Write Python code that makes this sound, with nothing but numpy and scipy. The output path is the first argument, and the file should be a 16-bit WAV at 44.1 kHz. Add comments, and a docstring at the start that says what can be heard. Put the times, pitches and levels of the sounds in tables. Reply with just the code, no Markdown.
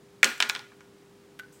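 """Ventilation hums and rushes throughout: steady sine tones over coloured noise.
From 0.23 s a plastic needle cap bounces to rest in a plastic tray, landing on one end and then the other;
each landing is a sharp pulse, fading sine tones and a noisy crack. Faint glove brushes of noise fall among them.
At 1.39 s the needle holder gives a double click, then a fainter one, and its hollow tube rings.
At 1.52 s the glove brushes once more. A small room adds echoes and a soft tail of fading noise."""
import sys
import numpy as np
from scipy import signal
from scipy.fft import rfft, irfft
from scipy.io import wavfile

SR = 44100
rng = np.random.default_rng(int(sys.argv[2]) if len(sys.argv) > 2 else 0)


def master_out(mix):
    """Clip the mix to full scale and print it as 16-bit PCM to the path in sys.argv[1]."""
    frames = np.transpose(np.atleast_2d(mix))
    ceiling = np.clip(frames, -1, 1)
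    pcm = np.round(ceiling * 32767).astype(np.int16)
    wavfile.write(sys.argv[1], SR, pcm)


N = 70560   # length in samples: 1.6 s

# Ventilation motor tones: f/Hz, level/dB rms
HUM_TONES = [(100, -80.5), (199.5, -73), (300.5, -69.5), (399.9, -59.5), (500, -70.5)]
# Colour of the rushing air, relative: f/Hz, level/dB per Hz
AIR_COLOUR = [(22, -21.5), (50, -14), (90, -8), (135, 2), (230, -1.17), (350, -3), (600, -11), (1000, -12),
              (2000, -16.5), (4000, -20.8), (8000, -24.5), (13000, -32)]
# Echoes off nearby surfaces: delay t/s, level/dB
NEARBY_ECHOES = [(.0016, -25), (.0059, -13.5), (0.0108, -15.5), (0.038, -34.5)]
# Colour of the room's tail: f/Hz, level/dB
ROOM_COLOUR = [(100, -10), (230, 0), (500, -3.5), (950, -4), (1600, -5.5), (2800, -11), (5000, -10),
               (9000, -12.5), (16000, -8)]
# How long the room's tail takes to fall by 60 dB: f/Hz, t60/s
ROOM_FADE = [(150, 0.16), (800, .29), (1700, .38), (3000, 0.42), (7000, 0.36), (16000, 0.36)]
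# Low tones at which the room itself rings: f/Hz, level/dB, t60/s
ROOM_TONES = [(211, -56, .2), (405, -55, 0.26), (730, -62, 0.13)]
# Glove brushes on plastic: start t/s, level/dB, release time constant/s
GLOVE_BRUSHES = [(.370, -51, .002), (0.377, -33, 0.0024), (0.386, -52, .004), (1.522, -57, .05)]
# Colour of the brushing, relative: f/Hz, level/dB
BRUSH_COLOUR = [(1000, -1), (4000, -1), (8300, 14.5), (10500, 3), (16000, 2)]
# Holder clicks: t/s, level/dB, extra level of the tube's ring/dB
HOLDER_CLICKS = [(1.3909, -35.5, -7), (1.3959, -32.5, 3.5), (1.4337, -52.5, 9)]
# Tones of the holder's wall: f/Hz, level/dB, t60/s
HOLDER_TONES = [(1332, -21, 0.027), (2350, -5, 0.0071), (3560, -35, 0.0096), (11200, -26, 0.016)]
# Colour of the click's noisy crack: f/Hz, level/dB
CLICK_CRACK = [(200, -37), (1000, 11.5), (2500, 24), (6000, 11.5), (16000, 2)]
# Cap landings: t/s, level/dB, then the colour given by the point of contact:
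# six boosts or cuts/dB, one at each of COLOUR_CENTRES, and one/dB above COLOUR_TOP_HZ
LANDINGS = [(0.2307, 8, -7, 10, -0.5, -2.5, 3, -6, -1), (.2442, 5.5, -6.5, -12, 4, -2.5, -5, 10.5, -6.5),
            (0.4028, 1, 1, 3.5, -6, 12.5, -28.5, 17, -7.5), (0.4041, -5, -15, -1, 12, 6.5, -17, -3, -4),
            (0.4248, -2.5, 2, 3.5, 5, 4.5, -1.5, 10, -23), (0.4922, -14.5, 3, -14, -2, 3, -9, 3, 11),
            (0.4971, -5, 3.5, 2.5, 4, 3.5, 1, 3.5, -8.5), (0.5507, -13.5, -4.5, 9, 0, 6, 2, -6, -10),
            (.5620, -11.5, 2, 0, 2.5, 3, -12, 1, -24), (.5930, -24.5, 11, -2, 2.5, 9, 2, -8, 0),
            (0.719, -30.5, 1, 4, -14.5, -4, -5.5, -0.5, -31), (.8070, -29, 5, 9.5, -12, -2, -4, 5.5, -23)]
# Centres of the six colour regions: f/Hz
COLOUR_CENTRES = (930, 1735, 3063, 4850, 6200, 6760)
# Tones of the tray: f/Hz, level/dB, t60/s
TRAY_TONES = [(236, -44.5, 0.096), (409.6, -42.5, 0.084), (560, -48.5, 0.018), (886, -41, .025),
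              (1250, -45, .035), (1411.5, -28, 0.022), (1440, -31, 0.15), (1648, -35.5, .04),
              (1760, -34, 0.0067), (2316, -22, .018), (2535, -16, 0.0075)]
# Tones of the cap: f/Hz, level/dB, t60/s
CAP_TONES = [(3028, -23.5, 0.014), (3690, -37.5, 0.0027), (4860, -24.5, 0.01), (5480, -34, 0.0025),
             (6620, -33.5, 0.0039), (7960, -31.5, 0.018)]
# Crowded, quickly fading tones of cap and tray together, made as noise: f/Hz, level/dB
LANDING_CRACK = [(100, -16.5), (400, -1), (900, 4), (1500, 8.5), (2800, 11.5), (5000, 1.5), (7500, 1),
                 (10500, -12.5), (16000, -8)]
# How long the cracks of landings and clicks take to fall by 60 dB: f/Hz, t60/s
CRACK_FADE = [(200, .02), (1500, 0.027), (4000, 0.014), (8000, .008), (16000, 0.0024)]

AIR_DB = -58   # rms level
ROOM_BUILD_S = 0.008   # the room's tail swells in
ROOM_COLOUR_SHARE = 0.49   # heard from all sides, the landings differ less
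HANDS_ROOM_DB = -5   # the hands are nearer than the tray, so drier
BRUSH_ATTACK_S = 0.0046
TUBE_HZ, TUBE_DB, TUBE_T60_S = 1508, -2, 0.058
COLOUR_Q, COLOUR_TOP_HZ = 1.8, 9600
SNAP_DB, SNAP_LOW_HZ, SNAP_HIGH_HZ, SNAP_TOP_HZ = 9.5, 1660, 3500, 8400   # the contact's pressure pulse
RADIATION_HZ = 163   # small plastic parts give off little sound below this
RING_S = 0.4   # length of each ring, crack and room tail
BAND_EDGES_HZ = np.geomspace(70, 18000, 17)   # 16 bands, half an octave each
OVERLOAD, CUTOFF_HZ = 0.72, 15900
TINY = 1e-18   # inaudible offset on the filter inputs


def amp(db):
    """Turn decibels into a gain."""
    return 10 ** (np.asarray(db) / 20)


def at_hz(points, hz):
    """Read a table between its points, on a log-frequency axis."""
    f, value = np.transpose(points)
    return np.interp(np.log(np.maximum(hz, 1)), np.log(f), value)


def seconds(length_s=N / SR):
    """Give the time of every sample."""
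    return np.arange(round(length_s * SR)) / SR


def later(x, s):
    """Place a sound s seconds into the scene."""
    silence = np.zeros(max(int(s * SR), 0))
    return np.concatenate([silence, x, np.zeros(N)])[:N]


def fade(t, t60):
    """Die away steadily, by 60 dB every t60 seconds, down to -240 dB."""
    return amp(np.maximum(-60 * t / t60, -240))


def filtered(x, order, hz, kind):
    """Keep only the highs, the lows or a band of a sound."""
    return signal.sosfilt(signal.butter(order, hz, kind, fs=SR, output="sos"), x)


def noise(colour):
    """Shape steady noise to a colour, at rms 1."""
    hz = np.arange(N // 2 + 1) * SR / N
    spectrum = rfft(rng.standard_normal(N)) * amp(at_hz(colour, hz))
    x = irfft(spectrum, N)
    return x / x.std()


def dying_noise(colour, t60s, build_s=0, count=1):
    """Make several bursts from half-octave noise bands, each band with its own energy and fade."""
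    t, out = seconds(RING_S), 0
    swell = 1 - np.exp(-(t / (build_s + 1e-9)) ** 2)
    white = rng.standard_normal((2, count, len(t)))   # neighbouring bands use different noise
    for k, (low, high) in enumerate(zip(BAND_EDGES_HZ, BAND_EDGES_HZ[1:])):
        hz = np.sqrt(low * high)
        burst = white[k % 2] * swell * fade(t, at_hz(t60s, hz))
        band = filtered(burst, 2, [low, high], "band")
        energy = np.sum(band ** 2, axis=1, keepdims=True)
        # wider bands get more energy
        out = out + band * amp(at_hz(colour, hz)) * np.sqrt(2 * (high - low) / SR / energy)
    return out


def ring(tones):
    """Add fading sine tones set off by one blow, neighbours starting in opposite directions."""
    t, out = seconds(RING_S), 0
    for k, (hz, db, t60) in enumerate(tones):
        out = out + (-1) ** k * amp(db) * np.sin(2 * np.pi * hz * t) * fade(t, t60)
    return out


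def bell(x, hz, db):
    """Raise or lower a broad region around hz."""
    a, w = amp(db / 2), 2 * np.pi * hz / SR
    k = np.sin(w) / (2 * COLOUR_Q)
    top = [1 + k * a, -2 * np.cos(w), 1 - k * a]
    bottom = [1 + k / a, -2 * np.cos(w), 1 - k / a]
    return signal.lfilter(top, bottom, x + TINY)


def shelf(x, hz, db):
    """Raise or lower everything above hz."""
    w, g = 2 * SR * np.tan(np.pi * hz / SR), amp(db / 4)
    top = [g * g, np.sqrt(2) * w * g, w * w]
    bottom = [1 / g / g, np.sqrt(2) * w / g, w * w]
    return signal.lfilter(*signal.bilinear(top, bottom, SR), x + TINY)


def ventilation():
    """Motor hum, a row of steady sine tones, on a soft rush of air, which is coloured noise."""
    hum = np.zeros(N)
    for hz, db in HUM_TONES:
        turns = hz * seconds() + rng.random()
        hum += amp(db) * np.sqrt(2) * np.sin(2 * np.pi * turns)   # root 2 turns rms into peak
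    return hum + amp(AIR_DB) * noise(AIR_COLOUR)


def room(hands):
    """Sound leaves in several directions, each returning as its own tail; a few low tones ring along."""
    tails = dying_noise(ROOM_COLOUR, ROOM_FADE, ROOM_BUILD_S, count=4)
    sources = [bouncing_cap(ROOM_COLOUR_SHARE) + amp(HANDS_ROOM_DB) * hands for _ in tails]
    wash = sum(signal.fftconvolve(source, tail)[:N] for source, tail in zip(sources, tails))
    low_ring = signal.fftconvolve(sources[0], ring(ROOM_TONES))[:N]
    return wash / np.sqrt(len(tails)) + low_ring


def glove_brush():
    """Glove rubbing plastic: faint, bright noise that rises quickly and dies away."""
    t, loudness = seconds(), np.zeros(N)
    for s, db, release_s in GLOVE_BRUSHES:
        brush = np.minimum(t / BRUSH_ATTACK_S, 1) * np.exp(-t / release_s)
        loudness += amp(db) * later(brush, s)
    return noise(BRUSH_COLOUR) * loudness


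def holder_clicks():
    """Small snaps set the holder's wall and the air in its tube ringing, each with a noisy crack."""
    out, wall = np.zeros(N), ring(HOLDER_TONES)
    tube = ring([(TUBE_HZ, TUBE_DB, TUBE_T60_S)])
    cracks = dying_noise(CLICK_CRACK, CRACK_FADE, count=len(HOLDER_CLICKS))
    for (s, db, tube_db), crack in zip(HOLDER_CLICKS, cracks):
        out += amp(db) * later(wall + amp(tube_db) * tube + crack, s)
    return out


def snap():
    """The pressure pulse of the contact itself: sharp, thin in the bass and softened at the top."""
    pulse = signal.unit_impulse(round(RING_S * SR)) + TINY
    pulse = filtered(pulse, 2, SNAP_LOW_HZ, "high")
    pulse = filtered(pulse, 1, SNAP_HIGH_HZ, "low")
    pulse = filtered(pulse, 1, SNAP_TOP_HZ, "low")
    return amp(SNAP_DB) * pulse


def bouncing_cap(colour_share=1):
    """Each landing snaps, cracks and rings cap and tray; the point of contact colours it."""
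    out, body = np.zeros(N), snap() + ring(TRAY_TONES + CAP_TONES)
    cracks = dying_noise(LANDING_CRACK, CRACK_FADE, count=len(LANDINGS))
    for (s, db, *colour, top_db), crack in zip(LANDINGS, cracks):
        hit = body + crack
        for hz, colour_db in zip(COLOUR_CENTRES, colour):
            hit = bell(hit, hz, colour_share * colour_db)
        hit = shelf(hit, COLOUR_TOP_HZ, colour_share * top_db)
        out += amp(db) * later(hit, s)
    return filtered(out + TINY, 2, RADIATION_HZ, "high")


def scene():
    """Cap, holder and glove with their echoes and the room, over the ventilation."""
    hands = holder_clicks() + glove_brush()
    direct = bouncing_cap() + hands
    echoes = sum(amp(db) * later(direct, s) for s, db in NEARBY_ECHOES)
    return (direct + echoes + room(hands) + ventilation())[None]


def record(dry):
    """The microphone overloads, flattening peaks beyond its limit; then the top is cut."""
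    clipped = np.clip(dry, -OVERLOAD, OVERLOAD)
    top_cut = signal.ellip(10, 0.1, 80, CUTOFF_HZ, fs=SR, output="sos")   # 0.1 dB ripple, 80 dB cut
    return signal.sosfilt(top_cut, clipped)


dry = scene()
out = record(dry)
master_out(out)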